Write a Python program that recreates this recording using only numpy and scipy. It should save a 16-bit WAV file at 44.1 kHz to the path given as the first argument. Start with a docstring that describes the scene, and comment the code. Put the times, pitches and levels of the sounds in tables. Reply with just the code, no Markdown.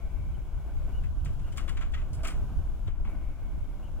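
"""Wind rumbles and flutters on the microphone ports, on a quiet shore with a dull, distant wash, a fine hiss, a
faint whirr and a few far bird whistles. Close by, a little to the left, equipment is handled: its parts catch
and chatter in a run of short clacks that set its hollow housing ringing. A hand rubs the housing now and then.
Near the end come a soft bump, a brief drop in the background at 2.89 s and a scuff."""
import sys
import numpy as np
from scipy import signal
from scipy.fft import rfft, irfft, next_fast_len
from scipy.io import wavfile

SR = 44100
rng = np.random.default_rng(int(sys.argv[2]) if len(sys.argv) > 2 else 0)


def digitize_waveform(pressure):
    """Quantize a signal to 16-bit integers and store it at the path in sys.argv[1].

    Rows of a 2-D input are taken as channels; values are limited to [-1, 1].
    """
    field = np.atleast_2d(pressure).T
    bounded = np.clip(field, -1, 1)
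    quanta = np.round(bounded * 32767).astype(np.int16)
    wavfile.write(sys.argv[1], SR, quanta)


N = 176400
T = np.arange(N) / SR


def from_db(db):
    """Turn decibels into a number to multiply by."""
    return 10 ** (np.asarray(db) / 20)


def unit_level(x):
    """Scale a sound so that its average level (rms) is 1."""
    return x / np.sqrt(np.mean(x ** 2) + 1e-20)


def level_curve(rows):
    """A gain that glides through rows of time_s, level_db."""
    return from_db(np.interp(T, *np.transpose(rows)))


def pan(db):
    """Turn the left side up and the right side down by db."""
    return from_db([[db], [-db]])


def fade(t, fade_s):
    """Full until t = 0, then 60 dB quieter every fade_s."""
    return np.exp(-np.log(1000) * np.maximum(t, 0) / fade_s)


def drift(rate_hz):
    """A smooth random wobble, about 1 in size."""
    r = np.exp(-2 * np.pi * rate_hz / SR)
    return unit_level(signal.lfilter([1], [1, -2 * r, r * r], rng.standard_normal(N + SR))[SR:])


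def resonate(x, hz, width_hz):
    """Let through one band of pitches; the narrower it is, the longer it rings."""
    r = np.exp(-np.pi * width_hz / SR)
    feedback = [1, -2 * r * np.cos(2 * np.pi * hz / SR), r * r]
    return signal.lfilter(np.array([1, 0, -1]) * (1 - r * r) / 2, feedback, x + 1e-18)


def colour(x, points):
    """Shape the tone by rows of pitch_hz, gain_db; white noise keeps its overall level."""
    size = next_fast_len(N + SR // 2) // 2 * 2
    hz, db = np.transpose(points)
    log_hz = np.log(np.arange(size // 2 + 1) * SR / size + 1)
    gain = unit_level(from_db(np.interp(log_hz, np.log(hz), db)))
    # minimum phase: the filter rings after a hit, never before it
    cepstrum = irfft(np.log(gain))
    cepstrum[1:size // 2] *= 2
    cepstrum[size // 2 + 1:] = 0
    return irfft(np.exp(rfft(cepstrum)) * rfft(x, size))[..., :N]


def stereo_noise(likeness):
    """White noise: likeness 0 gives each side its own, 1 gives both the same."""
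    white = rng.standard_normal((3, N))
    return np.sqrt(likeness) * white[0] + np.sqrt(1 - likeness) * white[1:]


def from_left(x, lag_s=0.0001):
    """Sound from the left reaches the right port a little later."""
    return np.array([x[0], np.interp(T - lag_s, T, x[1])])


# How the deep rumble and the flutter above it rise and fall, before their boosts: time_s, level_db
RUMBLE_LEVEL = [(0.02, -35), (.45, -36), (.51, -43), (.57, -31.5), (.7, -34), (.85, -31.5), (1.15, -34),
                (1.54, -34), (1.57, -39), (1.62, -33), (2.44, -34.5), (2.55, -39.5), (2.58, -25),
                (2.62, -38), (2.7, -31.5), (2.77, -42), (2.87, -32.5), (2.98, -39.5), (3.01, -31.5),
                (3.12, -36), (3.3, -35.5), (3.33, -41), (3.64, -35), (3.91, -42), (3.98, -32), (4.0, -42)]
FLUTTER_LEVEL = [(0.02, -46.5), (0.16, -40), (0.32, -40), (0.51, -51.5), (0.57, -43), (0.71, -60),
                 (0.75, -43.5), (0.89, -48), (1.06, -39), (1.2, -43), (1.3, -39.5), (1.91, -47),
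                 (2.19, -39.5), (2.27, -56), (2.44, -35), (2.48, -45), (2.6, -40.5), (2.79, -46),
                 (2.89, -47), (2.91, -48), (4.0, -47)]
# The tone of each: pitch_hz, gain_db
RUMBLE_TONE = [(9, -24.5), (15, -0.5), (31, 1.5), (48, -1), (68, -6.5), (90, -22), (140, -31), (300, -77.5)]
FLUTTER_TONE = [(35, -20), (58, -5.5), (75, 3), (100, -5), (130, -7.5), (180, -16), (260, -33.5),
                (400, -48.5), (700, -79.5)]
# Which port the wind hits harder: time_s, left_minus_right_db
WIND_SIDE = [(0.02, 5.5), (1.13, 4), (1.17, -8), (1.72, 12), (1.75, -2), (2.68, 0), (2.86, 5), (3.46, -1),
             (4.0, 1.5)]


def wind(rumble_boost_db=4.6, flutter_boost_db=4.5, buffet_db=2.6, likeness=0.18):
    """Swirling air buffets each port mostly on its own, leaning from side to side."""
    buffets = from_db(buffet_db * np.array([drift(11.7), drift(9.6)]))
    lean = np.sqrt(level_curve(WIND_SIDE))
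    ports = np.array([lean, 1 / lean]) / np.sqrt((lean ** 2 + lean ** -2) / 2)  # same total power
    rumble = unit_level(colour(stereo_noise(likeness), RUMBLE_TONE))
    rumble *= from_db(rumble_boost_db) * level_curve(RUMBLE_LEVEL)
    flutter = unit_level(colour(stereo_noise(likeness) * buffets, FLUTTER_TONE))
    flutter *= from_db(flutter_boost_db) * level_curve(FLUTTER_LEVEL)
    return ports * (rumble + flutter)


# How the distant wash rises and falls, before its boost: time_s, level_db
WASH_LEVEL = [(0.03, -61.5), (0.75, -61), (0.97, -58.5), (1.11, -62.5), (1.86, -59), (1.88, -62),
              (2.27, -56), (2.82, -61), (2.89, -61.5), (2.92, -65.5), (3.06, -63), (3.08, -58),
              (3.32, -61.5), (4.0, -61)]
# Its dull tone: pitch_hz, gain_db
WASH_TONE = [(60, -15), (130, 4), (200, 4), (300, 3), (480, -6.5), (640, -2.5), (870, -8), (1020, -7.5),
             (1300, -13.5), (1520, -10), (1780, -24), (2900, -27), (4000, -41.5), (9000, -41)]


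def wash(boost_db=8.5, flicker_db=1.1):
    """The far wash of the shore: dull noise whose level flickers a little."""
    noise = colour(stereo_noise(likeness=0.74), WASH_TONE)
    gain = level_curve(WASH_LEVEL) * from_db(boost_db + flicker_db * drift(28))
    return pan(0.67) * noise * gain


# How the hiss rises and falls: time_s, level_db
HISS_LEVEL = [(0, -67), (.5, -68), (.95, -65.5), (1.12, -68.5), (1.42, -65.5), (1.88, -69.5), (2.4, -65),
              (2.87, -68), (2.91, -75), (3.04, -72), (3.09, -69), (4, -67.5)]
# Its bright tone, also used by the scuffs: pitch_hz, gain_db
HISS_TONE = [(500, -28), (3000, 13.5), (4300, 5), (7200, 6), (8300, 1.5), (10200, 5), (11300, -5),
             (12300, 2.5), (15000, 2)]


def hiss():
    """Faint, bright noise spread wide across both sides."""
    return colour(stereo_noise(likeness=0.013), HISS_TONE) * level_curve(HISS_LEVEL)


# How the whirr rises and falls, before its two parts are turned down: time_s, level_db
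WHIRR_LEVEL = [(0, -67), (.5, -73.5), (.9, -70), (1.1, -87), (2.6, -80), (3.03, -79), (3.08, -65),
               (3.4, -71), (3.7, -73), (4, -83)]
# The note at its centre: time_s, pitch_hz
WHIRR_PITCH = [(0, 2286), (.9, 2243), (3.05, 2265), (3.5, 2204), (4, 2180)]


def whirr(note_db=-4.5, flicker_hz=45.5, band_db=-0.5, band_hz=2205, width_hz=520):
    """An unsteady note that sags slowly in pitch, inside a narrow band of noise."""
    phase = 2 * np.pi * np.cumsum(np.interp(T, *np.transpose(WHIRR_PITCH))) / SR
    note = unit_level(drift(flicker_hz) * np.cos(phase) + drift(flicker_hz) * np.sin(phase))
    band = resonate(stereo_noise(likeness=0.31), band_hz, width_hz)
    band = unit_level(resonate(band, band_hz, width_hz))  # a second pass narrows it
    return pan(2.3) * level_curve(WHIRR_LEVEL) * (from_db(note_db) * note + from_db(band_db) * band)


# Far bird whistles: start_s, length_s, top_pitch_hz, level_db, pitch_rise_hz, waver_hz
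WHISTLES = [(0.34, 0.025, 3050, -64, 152, 16), (0.924, 0.082, 2910, -60, 200, 45),
            (1.188, 0.039, 2950, -71, 250, 40), (1.431, .085, 3000, -65, 550, 130),
            (3.822, 0.069, 2940, -64, 556, 101.7)]


def birds(arch_shape=1.48):
    """Each whistle rises and falls in pitch; a fast waver makes some of them hoarse."""
    song, waver = np.zeros(N), drift(rate_hz=90)
    for start_s, length_s, top_hz, db, rise_hz, waver_hz in WHISTLES:
        edge = np.clip(2 * (T - start_s) / length_s - 1, -1, 1) ** 2  # 1 at the ends, 0 in the middle
        pitch_hz = top_hz - rise_hz * edge ** arch_shape + waver_hz * waver
        song += from_db(db) * (1 - edge ** 2) * np.sin(2 * np.pi * np.cumsum(pitch_hz) / SR)
    return song


# Parts catching: start_s, hold_s, body_db, tick_db, main_ring_hz, second_ring_hz, ring_db
CLACKS = [(1.035, 0.002, -52.5, -64, 2650, 2030, -51), (1.247, 0.001, -70, -50.5, 3050, 7400, -66),
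          (1.256, 0.0045, -46.5, -65, 1320, 1926, -50), (1.393, .001, -59, -66, 3050, 7350, -66),
          (1.521, 0.0057, -57, -58, 3090, 7300, -52), (1.561, .005, -55, -61, 1310, 7400, -62),
          (1.572, 0.005, -48.5, -44.5, 3490, 8600, -46), (1.577, 0.0072, -41, -52, 1110, 1370, -38),
          (1.678, 0.0018, -43, -57, 1090, 3390, -41.5), (1.690, 0.0025, -46.5, -48, 2910, 1670, -43.5),
          (1.768, 0.011, -46, -62, 1080, 1480, -46), (1.809, 0.004, -46.5, -63, 1620, 2223, -49),
          (1.818, 0.0094, -45.5, -65, 1343, 1630, -39.5), (1.92, .004, -63, -63, 3030, 7500, -66),
          (1.936, 0.012, -43.5, -63, 1894, 3380, -39), (1.973, 0.05, -56, -87, 2030, 1290, -45),
          (2.130, .001, -64, -51.5, 7400, 8700, -61), (2.133, 0.0011, -68, -54, 10010, 2440, -59),
          (2.145, 0.001, -61, -54.5, 10010, 8500, -56), (2.232, 0.013, -50, -53.5, 1194, 1480, -41),
          (2.247, 0.0083, -39, -49, 1261, 2274, -39), (2.27, 0.008, -44, -45.5, 2247, 3190, -39),
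          (2.28, 0.0037, -43, -45.5, 1330, 8603, -44), (2.301, .009, -53, -54, 1454, 8603, -45),
          (2.87, 0.00092, -56, -74, 3740, 3560, -54), (2.877, 0.002, -51.5, -68, 3160, 1710, -52)]
# The tone of the hollow housing (body) and of its small metal parts (tick): pitch_hz, gain_db
BODY_TONE = [(300, -30.5), (650, -5), (850, -16), (1100, 2), (1350, 3.5), (1750, -2), (2300, 0), (3100, -2),
             (4000, -12), (5500, -19.5), (7500, -13.5), (9000, -56), (12000, -49)]
TICK_TONE = [(1500, -15), (3200, -2.5), (4000, -5.5), (5500, -3.5), (7300, -2), (9600, -4), (11300, -14.5),
             (13500, -9.5), (16000, -5.5)]
# The pitches at which each rings, next to the plain knock: pitch_hz, width_hz, gain_db
BODY_RINGS = [(1146, 38, -18), (1250, 29, -12), (1955, 40, -6.5), (2160, 63, -4), (2380, 30, -12),
              (3000, 30, -10)]
TICK_RINGS = [(4370, 28, 5), (4970, 120, 7), (7200, 370, 1.5), (7760, 100, -5), (8800, 74, -13),
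              (9560, 100, 4), (14000, 50, -16)]


def clacks():
    """Every catch shakes both the hollow housing and the small, bright parts."""
    start_s, hold_s, body_db, tick_db, *_ = np.transpose(CLACKS)
    body_force = chatter(zip(start_s, hold_s, body_db), rise_s=0.0029, fade_s=0.064, tail_db=-7.5)
    tick_force = chatter(zip(start_s, hold_s, tick_db), rise_s=0.00036, fade_s=0.058, tail_db=-11.5)
    body = struck_part(body_force, BODY_TONE, BODY_RINGS) + lingering_rings(CLACKS)
    tick = struck_part(tick_force, TICK_TONE, TICK_RINGS)
    return pan(1.76) * body + pan(-1.1) * tick


def chatter(contacts, rise_s, fade_s, tail_db, hits_per_s=2600, spread_db=4, hit_share=0.76):
    """Each contact is a snap, a quick burst of tiny hits and a soft tail of noise."""
    hits = (rng.random(N) < hits_per_s / SR) * rng.choice([-1, 1], N)
    hits = unit_level(hits * from_db(spread_db * rng.standard_normal(N)))
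    burst_power, tail_power, snaps = np.zeros((3, N))
    t = T[:SR // 2]
    for start_s, hold_s, db in contacts:
        start = int(start_s * SR)
        span = slice(start, start + len(t))
        swell = from_db(db) * (1 - np.exp(-t / rise_s))
        burst_power[span] += (swell * fade(t - hold_s, fade_s)) ** 2
        tail_power[span] += (swell * fade(t - hold_s, fade_s=0.32)) ** 2
        snaps[start] += 2 * from_db(db)
    rattle = np.sqrt(hit_share) * hits + np.sqrt(1 - hit_share) * stereo_noise(likeness=0)
    tail = from_db(tail_db) * np.sqrt(tail_power) * stereo_noise(likeness=0.81)
    return from_left(snaps + np.sqrt(burst_power) * rattle + tail)


def struck_part(force, tone, rings):
    """A part answers a hit with a broad knock and a few narrow rings."""
    knock = colour(force, tone)
    return knock + sum(from_db(db) * resonate(knock, hz, width_hz) for hz, width_hz, db in rings)


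def lingering_rings(rows, rise_s=0.0037, fade_s=0.08, second_db=-4):
    """Depending on where the equipment catches, two of its pitches build up and ring on."""
    out, t = np.zeros(N), T[:SR // 2]
    shape = (1 - np.exp(-t / rise_s)) * fade(t, fade_s)
    for start_s, *_, main_hz, second_hz, db in rows:
        start = int(start_s * SR)
        pair = np.sin(2 * np.pi * main_hz * t) + from_db(second_db) * np.sin(2 * np.pi * second_hz * t)
        out[start:start + len(t)] += from_db(db) * shape * pair
    return from_left([out, out])


# Strokes of the hand: start_s, hold_s, fade_s, rub_db, hiss_db
SCUFFS = [(1.465, 0.024, 0.099, -56, -69), (2.183, 0.025, .06, -54, -73), (2.952, .003, 0.066, -57, -76),
          (3.049, 0.021, 0.16, -50.5, -88), (3.089, 0.022, 0.059, -55, -67)]
# The tone of the rubbing: pitch_hz, gain_db
SCUFF_TONE = [(200, 6.5), (600, -5.5), (1000, 3), (1450, -2), (1800, -11), (2250, -1.5), (3200, -12),
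              (4500, -20), (15000, -38)]


def scuffs(roughness_db=2.0):
    """A hand rubs the housing in short, uneven strokes, each with a little fine hiss."""
    rub_gain, hiss_gain = np.zeros((2, N))
    for start_s, hold_s, fade_s, rub_db, hiss_db in SCUFFS:
        stroke = (T >= start_s) * fade(T - start_s - hold_s, fade_s)
        rub_gain += from_db(rub_db) * stroke
        hiss_gain += from_db(hiss_db) * stroke
    friction = from_db(roughness_db * drift(90)) * stereo_noise(likeness=0.94)
    rub = pan(1.3) * colour(rub_gain * friction, SCUFF_TONE)
    return from_left(rub + colour(hiss_gain * friction, HISS_TONE))


# Soft bumps on the housing: start_s, pitch_hz, fade_s, level_db, rise_s
BUMPS = [(2.234, 652, 0.12, -40, .001), (2.870, 66.4, 0.071, -13.5, .008), (2.884, 104, 0.019, -17, 0.0012),
         (2.884, 298, 0.016, -29.5, 0.00042), (3.054, 208, 0.18, -40.5, 0.0016),
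         (3.065, 61, 0.26, -25.5, 0.0084)]


def bumps():
    """Each bump shakes the housing: a brief, low thud that swells and fades at its own rate."""
    out = np.zeros(N)
    for start_s, hz, fade_s, db, rise_s in BUMPS:
        t = np.maximum(T - start_s, 0)
        shape = (1 - np.exp(-t / rise_s)) * fade(t, fade_s)
        out += from_db(db) * shape * np.sin(2 * np.pi * hz * t)
    return out


def scene():
    """Handling noises over the wind and the shore."""
    return clacks() + bumps() + scuffs() + wind() + wash() + hiss() + whirr() + birds()


def record(dry):
    """Cut away the very highest treble, steeply."""
    cutoff_hz = 15900
    return signal.sosfilt(signal.ellip(10, .2, 80, cutoff_hz, fs=SR, output="sos"), dry)


dry = scene()
out = record(dry)
digitize_waveform(out)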